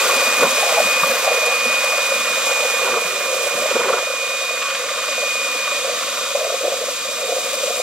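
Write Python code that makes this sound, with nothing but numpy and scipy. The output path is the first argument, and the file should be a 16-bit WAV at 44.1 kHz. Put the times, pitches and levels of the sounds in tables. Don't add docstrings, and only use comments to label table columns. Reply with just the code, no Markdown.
import sys
import numpy as np
from scipy import signal
from scipy.fft import rfft, irfft
from scipy.io import wavfile
from scipy.ndimage import uniform_filter1d

SR = 44100
rng = np.random.default_rng(int(sys.argv[2]) if len(sys.argv) > 2 else 0)


def pcm_store(signal):
    levels = np.round(np.clip(np.atleast_2d(signal), -1, 1) * 32767)
    wavfile.write(sys.argv[1], SR, levels.astype(np.int16).T)


N = 344862
T = np.arange(N) / SR
BINS_HZ = np.maximum(np.fft.rfftfreq(N, 1 / SR), 1)
MIC_LAG_MS = 0.04

# t/s, level/dB, air pocket f/Hz
BIG_LUMPS = [(.13, -15, 504), (.217, -14.5, 570), (.423, -9.5, 533), (.631, -13, 648), (.721, -15, 625),
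             (.776, -13, 655), (.799, -7.5, 597), (1.276, -11.5, 652), (1.314, -12.5, 550),
             (1.374, -14, 484), (1.43, -13, 607), (1.654, -15.5, 495), (1.838, -13.5, 568),
             (1.932, -15, 626), (1.979, -13, 543), (2.117, -14.5, 553), (2.296, -19, 586),
             (2.466, -18.5, 530), (2.514, -14.5, 532), (2.625, -15.5, 595), (2.65, -15, 514),
             (2.74, -17.5, 513), (2.968, -13.5, 465), (3.019, -16, 495), (3.063, -19, 540),
             (3.282, -19, 511), (3.327, -14.5, 524), (3.365, -13.5, 524), (3.469, -12, 563),
             (3.541, -15, 560), (3.577, -14, 570), (3.618, -13.5, 586), (3.655, -10, 608),
             (3.711, -12.5, 562), (3.761, -10, 510), (3.795, -14.5, 495), (3.882, -14, 557),
             (3.899, -9.5, 530), (3.937, -11, 473), (4.069, -18.5, 550), (4.1, -15, 543), (4.135, -21, 540),
             (4.227, -19, 530), (4.311, -22, 545), (4.536, -20, 533), (4.911, -20.5, 533),
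             (5.087, -18, 595), (5.179, -17, 517), (5.228, -13.5, 554), (5.273, -19.5, 552),
             (5.409, -17.5, 536), (5.548, -20, 516), (5.846, -14, 538), (5.892, -16, 570),
             (6.082, -19, 550), (6.35, -8, 560), (6.37, -14, 523), (6.447, -16.5, 632), (6.5, -16, 624),
             (6.54, -11.5, 510), (6.632, -12.5, 529), (6.649, -11, 585), (6.674, -12.5, 525),
             (6.72, -11.5, 557), (6.738, -16.5, 560), (6.813, -14.5, 495), (6.833, -20, 587),
             (6.88, -17.5, 525), (7.05, -22.5, 538), (7.226, -17, 518), (7.29, -12.5, 497), (7.32, -9, 517),
             (7.364, -14, 524), (7.534, -14.5, 564), (7.633, -12.5, 551), (7.676, -14, 586)]
# t/s, left minus right/dB
WHINE_BALANCE = [(0, 0), (1.1, 0.5), (1.4, -2), (1.75, -0.5), (3.33, -6.5), (4.22, -3.5), (5.2, -1),
                 (6, -0.5), (6.5, 2), (7.27, 0.5), (7.82, 4)]


def from_db(db):
    return 10 ** (np.asarray(db) / 20)


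def rms_one(x):
    return x / np.sqrt(np.mean(x ** 2) + 1e-20)


def in_time(rows):
    return np.interp(T, *np.transpose(rows))


def over_bins(rows):
    hz, value = np.transpose(rows)
    return np.interp(np.log(BINS_HZ), np.log(hz), value)


def swells(rows, roundness=0.48):
    gain = np.zeros(N)
    for s, length, db in rows:
        arch = np.cos(np.pi * np.clip((T - s) / length, -1, 1))
        gain += from_db(db) * np.clip(arch, 0, 1) ** roundness
    return gain


def drift(rate_hz):
    hop = 40
    r = np.exp(-2 * np.pi * hop * rate_hz / SR)
    slow = signal.lfilter([1], [1, -2 * r, r * r], rng.standard_normal(N // hop + 2002))[2000:]
    return np.interp(np.arange(N) / hop, np.arange(len(slow)), rms_one(slow))


def resonate(x, hz, width_hz):
    r = np.exp(-np.pi * width_hz / SR)
    poles = [1, -2 * r * np.cos(2 * np.pi * hz / SR), r * r]
    return signal.lfilter(np.array([1, 0, -1]) * (1 - r * r) / 2, poles, x + 1e-18)


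def band(x, low_hz, high_hz, order=2, kind="bandpass"):
    return signal.sosfilt(signal.butter(order, [low_hz, high_hz], kind, fs=SR, output="sos"), x)


def grains(per_s, spread_db):
    born = rng.random(N) < per_s / SR
    return born * from_db(spread_db * np.clip(rng.standard_normal(N), -2, 2)) * rng.choice([-1, 1], N)


def body(clicks, modes):
    return sum(from_db(db) * resonate(clicks * rng.standard_normal(N), hz, width_hz)
               for hz, width_hz, db in modes)


def evened(x, window_s):
    size = int(window_s * SR / 2)
    return x / np.sqrt(uniform_filter1d(uniform_filter1d(x ** 2, size), size) + 1e-18)


def stereo(direct, scattered, coherence, colour_db=0):
    mid = rfft(direct) * np.sqrt((1 + coherence) / 2)
    side = rfft(scattered) * np.sqrt((1 - coherence) / 2)
    delay = np.exp(-2j * np.pi * BINS_HZ * MIC_LAG_MS / 1000)
    return rms_one(irfft(np.array([(mid + side) * delay, mid - side]) * from_db(colour_db), N))


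def blows(rows, rise_s, noise_gain, noise_hz, glide, roundness=2):
    t = np.arange(SR // 8) / SR
    envelope = (t / rise_s * np.exp(1 - t / rise_s)) ** roundness
    out = np.zeros(N + len(t))
    for s, db, hz in rows:
        cycles = np.cumsum(hz * (1 + glide * np.tanh(t / rise_s - 1))) / SR
        ring = np.sqrt(2) * np.sin(2 * np.pi * (cycles + rng.random()))
        noise = rms_one(band(rng.standard_normal(len(t)), *noise_hz))
        at = max(int(s * SR), 0)
        out[at:at + len(t)] += from_db(db) * envelope * (ring + noise_gain * noise)
    return out[:N]


def rotor_tones(turns, tones, facing, lag_share=1.0, waver_db=1.24):
    turns = turns + .0022 * drift(25)
    lag_turns = np.mean(np.diff(turns)) * SR * MIC_LAG_MS / 1000
    facing_db = in_time(facing) - 1.3
    out = np.zeros((2, N))
    for order, db in tones:
        lag_cycles = order * lag_turns * (lag_share + .08 * drift(.8))
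        phase = 2 * np.pi * (order * turns + rng.random())
        level_db = db + facing_db + waver_db * drift(5)
        lean_db = -1.5 * drift(1.2)
        gain = from_db([level_db + lean_db, level_db - lean_db])
        out += gain * np.sin([phase - 2 * np.pi * lag_cycles, phase])
    return np.sqrt(2) * out


def motor(turns):
    # rotor order, level/dB
    commutator_tones = [(9, -51), (11, -47), (12, -37), (14, -51), (19, -49), (21, -48), (22, -47),
                        (23, -50), (25, -53), (26, -51), (30, -45), (33, -55), (36, -49), (38, -52),
                        (40, -48), (41, -52)]
    brush_tones = [(24, -38.5), (28, -48.5)]
    fan_tones = [(15, -43)]
    top_tones = [(43, -47.5), (45, -56), (46, -60)]
    # t/s, gain/dB
    commutator_gain = [(0, 2.5), (1.1, 0.5), (2.3, 0.5), (2.8, -1.5), (4.0, -5), (4.4, 2.5), (4.9, -2),
                       (5.3, 0.5), (6.3, 0), (6.8, -2), (7.3, -1), (7.82, 3)]
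    brush_gain = [(0, 13), (.37, 0), (.6, 7), (1.7, -9), (2.45, 7), (2.85, 5), (3.1, -2), (3.7, 5),
                  (4.1, -2), (4.85, -2), (5.3, -2), (7.82, 4)]
    fan_gain = [(0, 6), (.22, 10), (.5, 0), (.83, 5.5), (2.1, 5), (2.85, -3), (3.05, -5), (4.1, -3),
                (4.5, 5), (4.8, 1), (5.05, 4), (6.3, 4), (6.7, -0.5), (7.82, 2)]
    top_gain = [(0, 12), (1.1, 10), (1.6, 3), (2.7, 4), (4, -9), (4.5, -1), (4.95, -10), (5.25, 4),
                (5.8, -2), (6.45, 7), (6.9, -1), (7.82, -2)]
    return (rotor_tones(turns, commutator_tones, commutator_gain)
            + rotor_tones(turns, brush_tones, brush_gain)
            + rotor_tones(turns, fan_tones, fan_gain, lag_share=0.35)
            + rotor_tones(turns, top_tones, top_gain, lag_share=0.51, waver_db=2.0))


def fan(turns):
    # t/s, level/dB
    rush = [(0, -24.5), (.35, -27.5), (.65, -25), (.9, -28), (2, -29), (2.6, -27), (3.1, -29), (3.6, -29),
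            (4, -30.5), (4.8, -30.5), (5.3, -29), (6.3, -29), (7.2, -31), (7.5, -29.5), (7.7, -28),
            (7.82, -30.5)]
    # f/Hz, density/dB
    spectrum = [(30, -60), (100, -29), (300, -9), (880, -11), (1200, 4.5), (1600, -19), (2000, -5.5),
                (2700, -0.5), (3700, 4), (4500, -1.5), (7200, 2), (8100, -2.5), (10000, -7.5),
                (12000, -6.5), (14000, -10.5), (15600, -21)]
    # f/Hz, coherence
    coherence = [(30, 0.76), (400, 0.48), (2000, 1), (4000, 0.23), (7000, 1), (9000, 0.22), (12000, 0.89),
                 (15500, 0.13)]
    chop = 1 + 0.17 * np.sin(2 * np.pi * 3 * turns)
    waver = from_db(.55 * drift(12))
    air = rng.standard_normal((2, N)) * chop * waver
    return from_db(in_time(rush) + 3.5) * stereo(*air, over_bins(coherence), over_bins(spectrum))


def gearcase():
    ring = resonate(rng.standard_normal((2, N)), hz=2420, width_hz=190)
    return stereo(*ring, coherence=.9)


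def gears(turns, blade, mesh_per_turn=7.875, teeth=21):
    # t/s, level/dB
    whine = [(0, -23), (.08, -34), (.13, -22), (.48, -21.5), (.53, -29), (.6, -21), (.7, -28), (.77, -22),
             (.95, -20), (1.08, -22.5), (1.22, -31), (1.29, -21), (1.7, -20.5), (2.05, -23.5),
             (2.38, -23.5), (2.42, -29), (2.48, -23.5), (2.75, -23.5), (3.2, -29), (4.66, -26.5),
             (4.85, -34), (5.2, -24.5), (5.45, -24.5), (5.54, -27), (5.62, -25.5), (5.77, -26),
             (5.95, -38.5), (6.3, -31), (6.75, -40.5), (7.08, -32.5), (7.82, -33)]
    # t/s, level/dB
    throb = [(5.5, -42), (6.0, -28), (6.85, -26), (7.05, -37), (7.82, -39)]
    mesh_rad = 2 * np.pi * mesh_per_turn * turns
    runout = 1 + 0.026 * np.sin(mesh_rad / teeth)
    steady = from_db(in_time(whine) + drift(24)) * runout
    stroke = np.sqrt((1 + blade) / 2) - 2 / np.pi
    push = from_db(in_time(throb) + 4 * drift(8)) * stroke
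    lag_rad = np.array([[.5], [0]])
    tone = np.sqrt(2) * (steady + push) * np.sin(mesh_rad + 0.37 * drift(35) - lag_rad)
    lean_db = in_time(WHINE_BALANCE)
    return tone * from_db([lean_db / 2, -lean_db / 2])


def slosh(rock_hz=6, depth_db=3):
    # t/s, level/dB
    steady = [(0, -29), (1.6, -27), (2.3, -25.5), (2.7, -25), (3.15, -26.5), (4.1, -28), (4.5, -29.5),
              (5.5, -30), (6.2, -30.5), (7.02, -31.5), (7.82, -23)]
    # centre/s, length/s, level/dB
    surges = [(.15, 0.49, -23), (.44, 0.038, -14), (.73, 0.61, -23), (1.1, 0.15, -20.5), (1.31, 0.18, -20),
              (1.48, 0.24, -24), (1.93, 0.25, -29), (2.92, 0.17, -28), (3.39, 0.24, -25.5),
              (3.6, 0.26, -26), (4.09, 0.084, -34), (5.22, 0.15, -26), (5.89, 0.21, -25.5),
              (6.46, 0.25, -21.5), (6.66, 0.11, -18.5), (6.735, 0.094, -27), (6.84, 0.16, -26),
              (7.31, 0.32, -25), (7.64, 0.15, -38)]
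    rocking = np.sin(2 * np.pi * (rock_hz * T + rng.random() + 0.7 * drift(1.33)))
    return np.hypot(from_db(in_time(steady) + depth_db * rocking), swells(surges))


def churn(blade, stroke_db=-1.0):
    # f/Hz, width/Hz, level/dB
    hollow_modes = [(378, 29, -34), (487.8, 16.8, 4), (535.5, 22, 5.5), (609, 110, -2.5), (720, 14.7, -1)]
    pops = body(grains(per_s=430, spread_db=4.5), hollow_modes)
    hollow = band(band(pops, 400, 800), 380, 830)
    return rms_one(evened(hollow, window_s=0.11) * from_db(stroke_db * blade))


def rubbing(blade, modes, stroke_db=5.0):
    slips = grains(per_s=1600, spread_db=1.5) * from_db(stroke_db * blade)
    return evened(band(band(body(slips, modes), 337, 1680), 337, 1680), window_s=0.02)


def flexing(blade):
    # f/Hz, width/Hz, level/dB
    flex_modes = [(91, 24, -29), (182, 16, 2), (241.5, 22, 8), (290, 107, 6.5)]
    # t/s, level/dB
    steady = [(0, -50), (2.7, -49), (3.3, -50.5), (4.05, -59), (4.5, -58), (4.85, -54), (5.5, -49),
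              (6.2, -50), (6.5, -59), (6.7, -50), (7.82, -48.5)]
    # centre/s, length/s, level/dB
    shoves = [(.2, 0.31, -45), (.44, 0.13, -29), (.87, 0.24, -41), (1.08, 0.14, -38), (1.68, .12, -42),
              (2.27, 0.33, -44), (2.9, 0.17, -41), (3.6, 0.14, -38), (3.83, 0.24, -39.5)]
    gain = from_db(-2) * np.hypot(from_db(in_time(steady)), swells(shoves))
    pushes = grains(per_s=500, spread_db=-3.5) * from_db(0.5 * blade)
    return gain * evened(band(body(pushes, flex_modes), 86, 335), window_s=0.46)


def walls(blade, sand_db):
    # f/Hz, width/Hz, level/dB
    free_modes = [(1030, 70, -12), (1168, 122, -4), (1452, 120, -6.5)]
    pressed_modes = [(386, 13, 6), (500, 114, 3.5), (968, 32, 0), (1187, 160, -2), (1440, 40, 1)]
    # centre/s, length/s, level/dB
    grazes = [(2.507, 0.015, -20.5), (2.794, 0.014, -24), (3.255, .02, -28.5), (4.11, 0.12, -32),
              (4.67, 0.12, -28), (4.79, 0.018, -28), (4.843, .016, -29), (4.89, .02, -30), (4.94, .02, -27),
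              (4.985, 0.016, -25), (5.044, 0.019, -27), (5.716, 0.028, -26), (6.032, .018, -27),
              (6.22, 0.26, -33.5)]
    scrapes = [(.06, 0.67, -30), (.43, 0.096, -18.5), (.78, 0.28, -35.5), (2.875, 0.064, -21),
               (2.937, 0.056, -23.5), (2.975, 0.031, -23), (3.35, 0.86, -32.5), (3.715, 0.028, -25),
               (3.762, 0.025, -19), (3.808, 0.03, -20.5), (3.856, 0.049, -21.5), (3.895, 0.045, -21.5),
               (3.941, 0.049, -20.5), (3.979, 0.029, -20.5)]
    hits = grains(per_s=2500, spread_db=-0.5) * from_db(0.5 * blade)
    patter_db = -33 + 0.77 * (sand_db - sand_db.mean())
    patter = from_db(patter_db) * evened(band(body(hits, free_modes), 980, 1432), window_s=0.22)
    flex = flexing(blade)
    rub = np.hypot(from_db(sand_db - 6.5), swells(grazes)) * rubbing(blade, free_modes)
    scrape = swells(scrapes) * rubbing(blade, pressed_modes)
    return patter + flex + rub + scrape


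def tub_notch(x, gap_hz=(754, 977)):
    # t/s, gain/dB
    gap_gain = [(0, -0.5), (1.5, -2.5), (2.3, -7), (2.55, 3), (2.9, -4), (3.25, -10), (3.65, -2.5),
                (3.97, -2), (4.05, -9), (6.3, -8), (7.82, -7)]
    rest = band(x, *gap_hz, order=3, kind="bandstop")
    return rest + from_db(in_time(gap_gain)) * band(x, *gap_hz, order=3)


def sand(blade):
    # f/Hz, density/dB
    spectrum = [(40, -39), (200, -22.5), (500, -30), (800, 1.5), (1000, 2), (1300, -0.5), (1900, 3),
                (3000, -2), (4500, -9), (7000, -28), (10000, -28), (15000, -30)]
    grit = [grains(per_s=5000, spread_db=5.5) for _ in range(2)] * from_db(0.5 * blade + drift(23))
    return stereo(*grit, coherence=.88, colour_db=over_bins(spectrum))


def fizz(blade):
    # t/s, level/dB
    level = [(0, -27), (.68, -29.5), (1.6, -31), (2.5, -32.5), (3.0, -34), (3.6, -33), (4.0, -41),
             (5.6, -46), (7.82, -33)]
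    # f/Hz, density/dB
    spectrum = [(100, -45), (1500, -17), (5000, 3.5), (8000, 2.5), (10000, 1), (12000, 2.5), (15500, -5.5)]
    pops = [grains(per_s=3000, spread_db=6.0) for _ in range(2)] * from_db(blade + 1.8 * drift(14))
    return from_db(in_time(level) + 3) * stereo(*pops, coherence=.7, colour_db=over_bins(spectrum))


def doorway(x, t60_s=0.48, wet_db=-22):
    t = np.arange(SR // 4) / SR
    tail = rng.standard_normal((2, len(t))) * from_db(-60 * t / t60_s) * (t > .004)
    tail /= np.sqrt(np.sum(tail ** 2, axis=1, keepdims=True))
    return x + from_db(wet_db) * signal.fftconvolve(x, tail, axes=1)[:, :N]


def yard(level_db=-62):
    # f/Hz, density/dB
    spectrum = [(20, -14), (45, -2), (85, 5.5), (120, -3), (180, 3.5), (400, -5), (2000, -42)]
    noise = rng.standard_normal((2, N))
    return from_db(level_db) * stereo(*noise, coherence=.85, colour_db=over_bins(spectrum))


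def small_lumps(passes, churning, lead_s=0.01101, jitter_s=0.00596, spread_octaves=0.0905):
    at = np.searchsorted(passes, np.arange(int(passes[-1]) + 1))
    late, size, pitch = np.clip(rng.standard_normal((len(at), 3)), -2, 2).T
    start_s = np.minimum(T[at] - lead_s + jitter_s * late, T[-1])
    level_db = 20 * np.log10(churning[at]) + 3.5 + 2 * size
    pocket_hz = 545 * 2 ** (spread_octaves * pitch)
    to_big_s = np.abs(start_s[:, None] - np.array(BIG_LUMPS)[:, 0]).min(axis=1)
    return np.transpose([start_s, level_db, pocket_hz])[to_big_s > .02]


def slaps(passes, churning, lead_s=0.00603, upper_hz=688.5):
    big = [(s - lead_s, db, hz) for s, db, hz in BIG_LUMPS]
    out = blows(big, rise_s=0.0099, noise_gain=0.22, noise_hz=(490, 760), glide=0.023, roundness=4.4)
    small = small_lumps(passes, churning)
    out += blows(small, rise_s=.015, noise_gain=0.27, noise_hz=(454, 690), glide=0.034, roundness=6)
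    upper = [(s, db - 13, upper_hz) for s, db, _ in BIG_LUMPS]
    out += blows(upper, rise_s=0.0057, noise_gain=0.22, noise_hz=(620, 746), glide=0.01)
    return from_db(-6) * band(out, 334, 1090)


def knocks():
    # t/s, level/dB, f/Hz
    strikes = [(.091, -11, 1120), (.269, -17, 1160), (.404, -10, 1160), (.428, -9, 1110), (.448, -14, 1030),
               (1.028, -4, 1176), (2.869, -18, 1050), (2.937, -12.5, 1215), (3.762, -16, 1270),
               (3.883, -12.5, 1094), (3.924, -9, 1330), (3.972, -24, 1300), (5.67, -14.5, 1140)]
    rings = blows(strikes, rise_s=0.0071, noise_gain=0.7, noise_hz=(930, 1620), glide=0.015)
    return from_db(-9) * band(rings, 830, 1600)


def thumps():
    # t/s, level/dB, f/Hz
    heaves = [(.156, -35, 246), (.27, -34, 248), (.412, -29, 259), (.435, -35, 180), (.52, -35, 256),
              (.845, -36, 200), (1.025, -34, 177), (1.089, -33, 230), (1.657, -32, 234), (2.195, -42, 210),
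              (3.045, -42, 171), (3.742, -29.5, 238), (6.632, -35, 332), (6.67, -36, 372)]
    return blows(heaves, rise_s=0.012, noise_gain=0.098, noise_hz=(150, 290), glide=0.052)


def spatter(decay_s=0.033):
    # t/s, level/dB
    ticks = [(0.164, -17), (0.7966, -22), (1.0705, -19), (1.151, -20), (1.4606, -16.5), (1.8407, -21),
             (2.2972, -22), (2.4583, -21), (2.7781, -22)]
    t = np.arange(SR // 100) / SR
    out = np.zeros((2, N))
    for s, db in ticks:
        at = int(s * SR)
        out[:, at:at + len(t)] += from_db(db - 3) * np.exp(-t / decay_s) * rng.standard_normal(len(t))
    return band(out, 3600, 10600)


def splashing():
    # centre/s, length/s, level/dB
    splashes = [(.636, 0.021, -19), (.69, 0.11, -27), (.782, 0.032, -17), (.806, 0.02, -22),
                (1.285, 0.097, -23), (1.5, 0.085, -27), (1.88, 0.26, -37)]
    pockets = band(band(grains(per_s=2500, spread_db=3.0), 570, 840), 570, 840)
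    return swells(splashes) * evened(pockets, window_s=0.03)


def crushing():
    # centre/s, length/s, level/dB
    crunches = [(2.921, 0.0098, -21), (3.709, .016, -24), (3.795, 0.012, -30), (3.887, 0.02, -26),
                (3.931, .016, -28), (4.625, 0.013, -22), (4.66, 0.018, -31), (4.703, .016, -25),
                (4.753, 0.013, -22), (4.89, 0.014, -30), (5.085, .014, -27), (5.676, .012, -27),
                (5.765, .012, -31)]
    cracks = band(grains(per_s=4000, spread_db=-4.0), 1300, 3800)
    return swells(crunches) * evened(cracks, window_s=0.031)


def scene(turns_per_blade=14.228):
    # t/s, f/Hz
    rotor_speed = [(0, 311.9), (.35, 313), (1.0, 313), (1.35, 311.6), (1.83, 313.3), (2.16, 311.4),
                   (3.1, 310.3), (3.83, 310.1), (4.3, 311.8), (4.8, 312.5), (5.05, 311.3), (5.32, 311.9),
                   (5.55, 310.4), (5.82, 312), (6.16, 311.9), (6.48, 313.5), (6.85, 311.7), (7.82, 310.4)]
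    # t/s, level/dB
    grinding = [(0, -23.5), (.35, -26.5), (.68, -26), (1.55, -27.5), (2.9, -29.5), (3.25, -32.5),
                (3.85, -29), (4.1, -34.5), (4.7, -33), (5.75, -32.5), (6.8, -36.5), (7.82, -35.5)]
    turns = np.cumsum(in_time(rotor_speed)) / SR
    passes = turns / turns_per_blade - .3
    blade = np.cos(2 * np.pi * passes)
    sand_db = in_time(grinding)
    churning = slosh()
    drill = motor(turns) + fan(turns) + from_db(sand_db - 4.5) * gearcase()
    tub = tub_notch(from_db(-4.2) * churning * churn(blade) + walls(blade, sand_db))
    tub += splashing() + slaps(passes, churning) + knocks() + thumps() + crushing()
    grit = from_db(sand_db + 1.5) * tub_notch(sand(blade)) + fizz(blade)
    lean_db = -.5 + 0.25 * in_time(WHINE_BALANCE)
    pan = from_db([lean_db / 2, -lean_db / 2])
    return (drill + grit) * pan + gears(turns, blade) + doorway(tub + spatter()) + yard()


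def record(dry, low_hz=42, high_hz=15750):
    thin = signal.sosfilt(signal.butter(2, low_hz, "high", fs=SR, output="sos"), dry)
    return signal.sosfilt(signal.ellip(12, .1, 80, high_hz, fs=SR, output="sos"), thin)


dry = scene()
out = record(dry)
pcm_store(out)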